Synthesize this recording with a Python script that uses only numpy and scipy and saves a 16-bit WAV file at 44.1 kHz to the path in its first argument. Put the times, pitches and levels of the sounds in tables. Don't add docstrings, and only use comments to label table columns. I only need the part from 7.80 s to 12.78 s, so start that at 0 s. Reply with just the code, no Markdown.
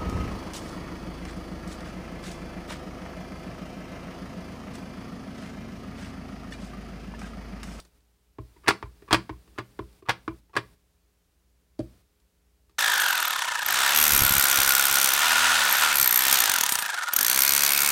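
import sys
import numpy as np
from scipy import signal
from scipy.fft import rfft, irfft
from scipy.io import wavfile
from scipy.ndimage import uniform_filter1d

SR = 44100
rng = np.random.default_rng(int(sys.argv[2]) if len(sys.argv) > 2 else 0)


def boost(x):
    u = np.asarray(x, float) / 20
    return 10 ** u


def master(y):
    cut = np.clip(np.atleast_2d(y).T, -1, 1)
    pcm = np.round(cut * 32767)
    wavfile.write(sys.argv[1], SR, pcm.astype(np.int16))


N = 219744
TIME = np.arange(N) / SR


def colour(x, table):
    hz, db = np.transpose(table)
    f = np.maximum(np.arange(len(x) // 2 + 1) * SR / len(x), 1)
    gain_db = np.interp(np.log(f), np.log(hz), db)
    return irfft(rfft(x) * boost(gain_db), len(x))


def add(out, start_s, x, peak_db):
    i = int(start_s * SR)
    n = min(len(x), N - i)
    out[i:i + n] += x[:n] * boost(peak_db) / np.abs(x).max()


def decay(t, t60):
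    return np.exp(-np.log(1000) * t / t60)


def ring(modes, extra_db, detune, size):
    hz, db, t60 = np.transpose(modes)[:, :, None]
    t = np.arange(size) / SR
    return np.sum(boost(db + extra_db) * np.sin(2 * np.pi * hz * detune * t) * decay(t, t60), axis=0)


def push(ms):
    n = max(int(ms * SR / 1000), 2)
    return np.sin(np.pi * (np.arange(n) + .5) / n)


# start_s, case_db, knock_db, desk_top_db, frame_db
TAPS = [
    (0.585, -37.5, -30.5, -34, -31.5),
    (1.0266, -24.5, -33.5, -37.5, -31),
    (1.494, -25.5, -27.5, -36.5, -32),
    (1.991, -26.5, -24.5, -36.5, -33),
    (2.4786, -22, -22.5, -36.5, -34),
]
# delay_s, under_tap_db, crack_db, favour_db
REBOUNDS = [
    (.011, -18, -30, 18),
    (.033, -26.5, -22, 21.5),
]
# start_s, case_db, pitch_hz, creak_db, knock_db
SCUFFS = [
    (0.764, -60.5, 940, -53, -50.5),
    (1.222, -47.5, 1851, -60.5, -42.5),
    (1.677, -50, 1100, -61, -53),
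    (2.224, -51, 1082, -57, -42),
    (2.696, -61, 920, -60, -62),
]
# start_s, creak_db, length_ms, pitch_hz, knock_db
CLINGS = [
    (0.842, -45.5, 44, 1218, -49),
    (1.285, -39, 39, 1105, -45.5),
    (1.76, -56.5, 22, 1263, -56),
    (2.261, -46, 13, 1190, -64),
    (2.739, -43, 18, 1110, -55.5),
]
# start_s, peak_db, crack_under_peak_db, favoured_pitch_hz, favour_db
CLATTER = [(0.862, -34, -23.5, 1300, 1.5), (0.8747, -15, -35, 1881, 34), (0.8809, -5, -8, 2525, 15),
           (0.887, -4, -7.5, 1420, 8), (0.898, -16.5, -7.5, 1710, 7.5), (0.907, -11, -20, 1450, 2.5),
           (1.309, -15, -25.5, 1150, 6), (1.317, -18.5, -17.5, 1900, 7), (1.328, -3.5, -7.5, 3300, 1),
           (1.332, -8.5, -8.5, 1120, 6.5), (1.3445, -3.5, -15.5, 1140, 8), (1.353, -20, -10, 1680, 9.5),
           (1.779, -31, -40, 1070, 2), (1.785, -22, -20, 1706, 5), (1.7897, -27, -24, 1044, 12),
           (2.276, -40, -53, 1010, 22), (2.2872, -15.5, -41, 1760, 5), (2.2933, -7, -15, 1190, 7),
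           (2.301, -15, -20, 1640, -1.5), (2.308, -24, -5.5, 1710, -0.5), (2.754, -29.5, -19, 1003, 7),
           (2.7655, -12, -12.5, 1700, 18), (2.771, -14.5, -18.5, 1130, -1), (2.781, -23, -21, 1670, 9)]
# start_s, peak_db, crack_over_peak_db, pitch_hz, knock_db
STRAYS = [
    (0, -55.5, 23.5, 2660, -80),
    (0.05, -55, 8, 2730, -58),
    (0.205, -78.5, 14.5, 990, -76),
    (2.128, -60.5, 5, 1260, -72.5),
    (3.991, -45.5, 5, 750, -72),
    (4.001, -42.5, -7.5, 750, -68),
    (4.4, -74, 13, 790, -88),
    (4.895, -59.5, 1, 1330, -61),
    (4.91, -65, -2, 3350, -70),
]


def contacts():
    rows = []
    for s, db, crack_db, hz, favour_db in CLATTER:
        chatter_ms = 1.9 - 0.2871 * db
        rows.append((s, db, crack_db, hz, chatter_ms, favour_db))
    tap_hz, tap_ms = 1070, 3.8
    for s, db, knock_db, *_ in TAPS:
        tap_favour_db = 21 + 1.4 * (knock_db + 26)
        rows.append((s, db, -39.5, tap_hz, tap_ms, tap_favour_db))
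        for late_s, under_db, crack_db, favour_db in REBOUNDS:
            rows.append((s + late_s, db + under_db, crack_db, tap_hz, tap_ms, favour_db))
    for s, db, hz, *_ in SCUFFS:
        rows.append((s, db, -14.5, hz, 2.4, 8.5))
    for s, db, _, hz, _ in CLINGS:
        for late_s, over_db in ((-.006, -4), (0, 1)):
            rows.append((s + late_s, db + over_db, -19.5, hz, 4.5, 10.5))
    for s, db, crack_db, hz, _ in STRAYS:
        rows.append((s, db, crack_db, hz, 6.6, 5))
    return rows


# pitch_hz, level_db, t60_s
CASE = [(947, -11, 0.051), (1058, -1.5, 0.018), (1150, 2, 0.03), (1300, -3.5, 0.02), (1420, -6, 0.04),
        (1686.6, 2.5, 0.028), (1840, -0.5, 0.026), (2014, -4.5, 0.02138), (2406, -6.5, .03),
        (2445, -7, 0.052), (2870, -8.5, .025), (3017, -10, 0.035), (3180, -6.5, 0.02), (3386, -4, 0.032),
        (3810, -13, 0.032), (4440, -19, 0.018), (4760, -17, 0.012)]
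# pitch_hz, level_db
WALLS = [(500, -17), (800, -13.5), (1150, 4), (1700, -6), (2600, -0.5), (3500, -12), (5000, -8),
         (7000, -29)]
# pitch_hz, level_db
CRACK = [(2500, -10.5), (4000, 6), (6000, -3), (9600, -2), (10900, -17.5), (16000, -34)]
# pitch_hz, level_db
TICK = [(7000, -20.5), (10000, 0), (13000, -3), (16000, -17)]


def case():
    rung, rough, t = np.zeros(N), np.zeros(N), np.arange(4096) / SR
    mode_hz = np.array(CASE)[:, :1]
    for s, db, crack_db, favour_hz, ms, favour_db in contacts():
        chance = rng.standard_normal((2, len(CASE), 1))
        grit = rng.standard_normal((4, 4096))
        fade = np.exp(-t * 1000 / max(ms, .2)) * np.minimum(t / 0.0011, 1)
        chatter = .12 * grit[0] * boost(4.2 * grit[1]) * fade + (t == 0)
        soft_db = 0.2 * np.clip(-6.0 - crack_db, 0, 36)
        nearness = np.exp(-(np.log(mode_hz / favour_hz) / 0.091) ** 2)
        lean_db = 2 * chance[0] + favour_db * nearness
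        lean_db = lean_db - soft_db * np.maximum(np.log2(mode_hz / 1500), 0)
        modes = ring(CASE, lean_db, 1 + 0.011 * chance[1], size=4096)
        add(rung, s, signal.fftconvolve(chatter, modes), db)
        rush = colour(colour(grit[3], WALLS), [(1500, 0.0052), (12000, -3 * soft_db)])
        rush = rush * np.minimum(t / 0.0015, 1) * np.exp(-t / 0.0055)
        add(rough, s, rush, db - 3.5 - 0.28 * favour_db)
        crack = colour(colour(grit[2], CRACK), [(5000, 0.0019), (16000, -.8 * soft_db)])
        add(rough, s, crack * fade * np.exp(-t / .006), db + crack_db)
        tick = colour(grit[1], TICK) * fade * np.exp(-t / .0012)
        add(rough, s, tick, db + crack_db - 16.5 - soft_db)
    return rung, rough


# start_s, knock_db, desk_top_db, frame_db
DROPS = [
    (0.8737, -30, -30, -41.5),
    (0.8855, -15.5, -68, -43),
    (1.31, -27.5, -32, -40.5),
    (1.3279, -13.5, -28, -36.5),
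    (1.3445, -22.5, -34.5, -43),
    (1.785, -28, -34.5, -60),
    (2.2849, -32.5, -31.5, -45),
    (2.7505, -43.5, -44, -55),
    (2.7655, -20.5, -32, -43),
    (3.992, -19, -30, -34),
]


def blows():
    rows = list(DROPS)
    for s, _, *desk_db in TAPS:
        rows.append((s, *desk_db))
    for row in SCUFFS + CLINGS + STRAYS:
        knock_db = row[-1]
        rows.append((row[0] + 0.00067, knock_db, knock_db - 17, knock_db - 7.5))
    return rows


# pitch_hz, level_db, t60_s
HOLLOW = [(194, -16.5, 0.04), (279, -7.5, 0.098), (325, 0.5, 0.1), (359, 0, 0.084), (397.6, 2.5, 0.067),
          (378, -10, .06), (630, 5, 0.0095), (640, -10.5, 0.12)]
# pitch_hz, level_db, t60_s
CARD = [(196, -20.5, 0.13), (272.6, -0.5, 0.067), (311, 2, 0.046), (406, -18, 0.069), (531.5, -10.5, 0.079),
        (617, -7.5, 0.061), (747, -21, 0.077)]
# pitch_hz, level_db, t60_s
DESK = [(120.9, 8.5, .22), (143, -19.5, 0.07)]
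# pitch_hz, level_db, t60_s
FRAME = [(59.2, -3, 0.37), (79, -7, 0.21)]
PRESS_S = 3.992


def desk():
    out, t = np.zeros(N), np.arange(8192) / SR
    swing = 1 - np.exp(-np.arange(16384) / SR / 0.0008)
    for s, knock_db, top_db, frame_db in blows():
        pressed = abs(s - PRESS_S) < .02
        modes, build_s, push_ms = (CARD, .004, .8) if pressed else (HOLLOW, .0015, 1.2)
        chance = rng.standard_normal((2, len(modes), 1))
        knock = ring(modes, 3.3 * chance[0], 1 + 0.013 * chance[1], size=8192)
        knock = knock * (1 - np.exp(-t / build_s))
        add(out, s, signal.fftconvolve(knock, push(push_ms)), knock_db)
        add(out, s + 0.00077, swing * ring(DESK, 0, 0.99, size=16384), top_db)
        add(out, s + 0.0039, swing * ring(FRAME, 0, 0.99, size=16384), frame_db)
    return out


# delay_s, length_ms, pitch_hz, level_db, overtone_db
SHIVERS = [
    (.0095, 6.5, 2385, -50.5, -30),
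    (.027, 19, 1024, -49, -20),
]
# delay_s, length_ms, pitch_hz, under_knock_db, overtone_db
RING = (.0005, 7, 1035, -8, -30)
# start_s, length_ms, pitch_hz, level_db, overtone_db
SETTLE = [
    (1.374, 12, 1019, -37, -33),
]


def strains():
    rows, shiver_rough = [], 0.29
    ring_late_s, ring_ms, ring_hz, under_db, ring_over_db = RING
    for s, tap_db, knock_db, *_ in TAPS:
        for late_s, ms, hz, db, over_db in SHIVERS:
            rows.append((s + late_s, ms, hz, db + tap_db + 22.5, over_db, shiver_rough))
        rows.append((s + ring_late_s, ring_ms, ring_hz, knock_db + under_db, ring_over_db, shiver_rough))
    for s, db, ms, hz, _ in CLINGS:
        rows.append((s, ms, hz, db, -14, .8))
    for s, _, hz, db, _ in SCUFFS:
        rows.append((s - .002, 14, hz, db, -16, 0.74))
    for row in SETTLE:
        rows.append((*row, shiver_rough))
    return rows


def creaks():
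    out, t = np.zeros(N), np.arange(2048) / SR
    for s, ms, hz, db, over_db, rough in strains():
        drift = uniform_filter1d(rng.standard_normal((3, 2048)), 90, axis=1) * 6.0
        phase = 2 * np.pi * np.cumsum(hz * (1 + .12 * rough * drift[0])) / SR
        swell = np.minimum(t / .002, 1) * np.exp(-np.maximum(t - ms / 1000, 0) / 0.0036)
        tone = boost(4.0 * rough * drift[1]) * np.sin(phase)
        overtone = boost(over_db + 14 * rough * drift[2]) * np.sin(2.15 * phase)
        add(out, s, swell * (tone + overtone), db)
    return out


# pitch_hz, level_db, t60_s
ROOM = [(150, -13.5, 0.39), (397, -14, 0.19), (770, -25, 0.2), (1819.4, -23.5, 0.17), (3975, -24, .18),
        (8000, -21.5, 0.12)]


def room(x):
    t, tail = np.arange(16384) / SR, 0
    for hz, db, t60 in ROOM:
        octave = [(hz / 3, -30), (hz / 1.3, 0), (hz * 1.3, 0), (hz * 3, -30)]
        band = colour(rng.standard_normal(len(t)), octave)
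        tail = tail + boost(db) * band / band.std() * decay(t, t60) * np.sqrt(hz / 1000)
    tail = signal.sosfilt(signal.butter(4, 170, "high", fs=SR, output="sos"), tail)
    return signal.fftconvolve(x, 0.036 * tail * np.minimum(t / 0.0031, 1))[:N]


# start_s, end_s, first_opening_db, last_opening_db
GATE_OPEN = [
    (0, .09, 13.5, 6),
    (.09, 0.187, 2.5, 6),
    (.6, 2.205, 7.5, 10),
    (2.28, 2.6, 6.5, 10),
    (2.75, 2.95, 10, 9),
    (3.99, 4.22, 10.5, 6.5),
]


def gate():
    slew_s, ajar_db, shuts_s = .022, 1.5, .25
    open_db = np.zeros(N)
    for start, end, first_db, last_db in GATE_OPEN:
        sliding = np.interp(TIME, [start, end], [first_db, last_db])
        closing = ajar_db * np.exp(-np.maximum(TIME - end, 0) / shuts_s)
        since_start = np.where(TIME < end, sliding, closing)
        open_db = np.where(TIME < start, open_db, since_start)
    return uniform_filter1d(open_db, int(slew_s * SR), mode="nearest")


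# pitch_hz, level_db (per Hz)
AIR = [(15, -49), (25, -26), (45, -7), (75, -8.5), (105, -19.5), (200, -23.5), (1000, -33.5),
       (16000, -40.5)]
# pitch_hz, level_db
HUM = [(59.2, -69.5), (177.6, -82.5), (296.1, -90), (414.5, -85), (532.9, -95)]
# pitch_hz, level_db
PASSED = [(1000, 1.5), (3000, 0), (4800, 2), (6600, -4), (9200, 1), (11500, -3.5), (16000, -2)]


def background():
    air = colour(rng.standard_normal(N), AIR)
    treble = colour(air, [(5900, -80), (6000, 0), (15000, 0), (15100, -80)])
    air = air * boost(-79.5) / treble.std()
    for hz, db in HUM:
        waver = uniform_filter1d(rng.standard_normal(N), 3000) * 9
        air = air + np.sqrt(2) * boost(db) * (1 + waver) * np.sin(2 * np.pi * hz * TIME)
    bass = colour(air, [(90, -5), (250, -33.0)])
    open_db = gate()
    drift = uniform_filter1d(rng.standard_normal(N), size=2000)
    drift_db = 0.2 * drift / drift.std()
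    passed = colour(air - bass, PASSED) * (boost(open_db) - 1) * boost(drift_db)
    return bass * boost(.5 * open_db) + air - bass + passed


def scene():
    rung, rough = case()
    clear = rung + desk()
    answer = room(boost(-6.5) * clear + boost(1.5) * rough)
    hits = clear + rough + creaks() + answer
    hits = signal.sosfilt(signal.butter(4, 50, "high", fs=SR, output="sos"), hits)
    return (hits + background())[None]


def band_limit(x):
    return signal.sosfilt(signal.butter(12, 16500, fs=SR, output="sos"), x)


def record(dry):
    cut = signal.sosfilt(signal.butter(2, 36, "high", fs=SR, output="sos"), dry)
    cut = signal.sosfilt(signal.ellip(8, .2, 60, 15850, fs=SR, output="sos"), cut)
    return band_limit(cut)


dry = scene()
out = record(dry)
master(out)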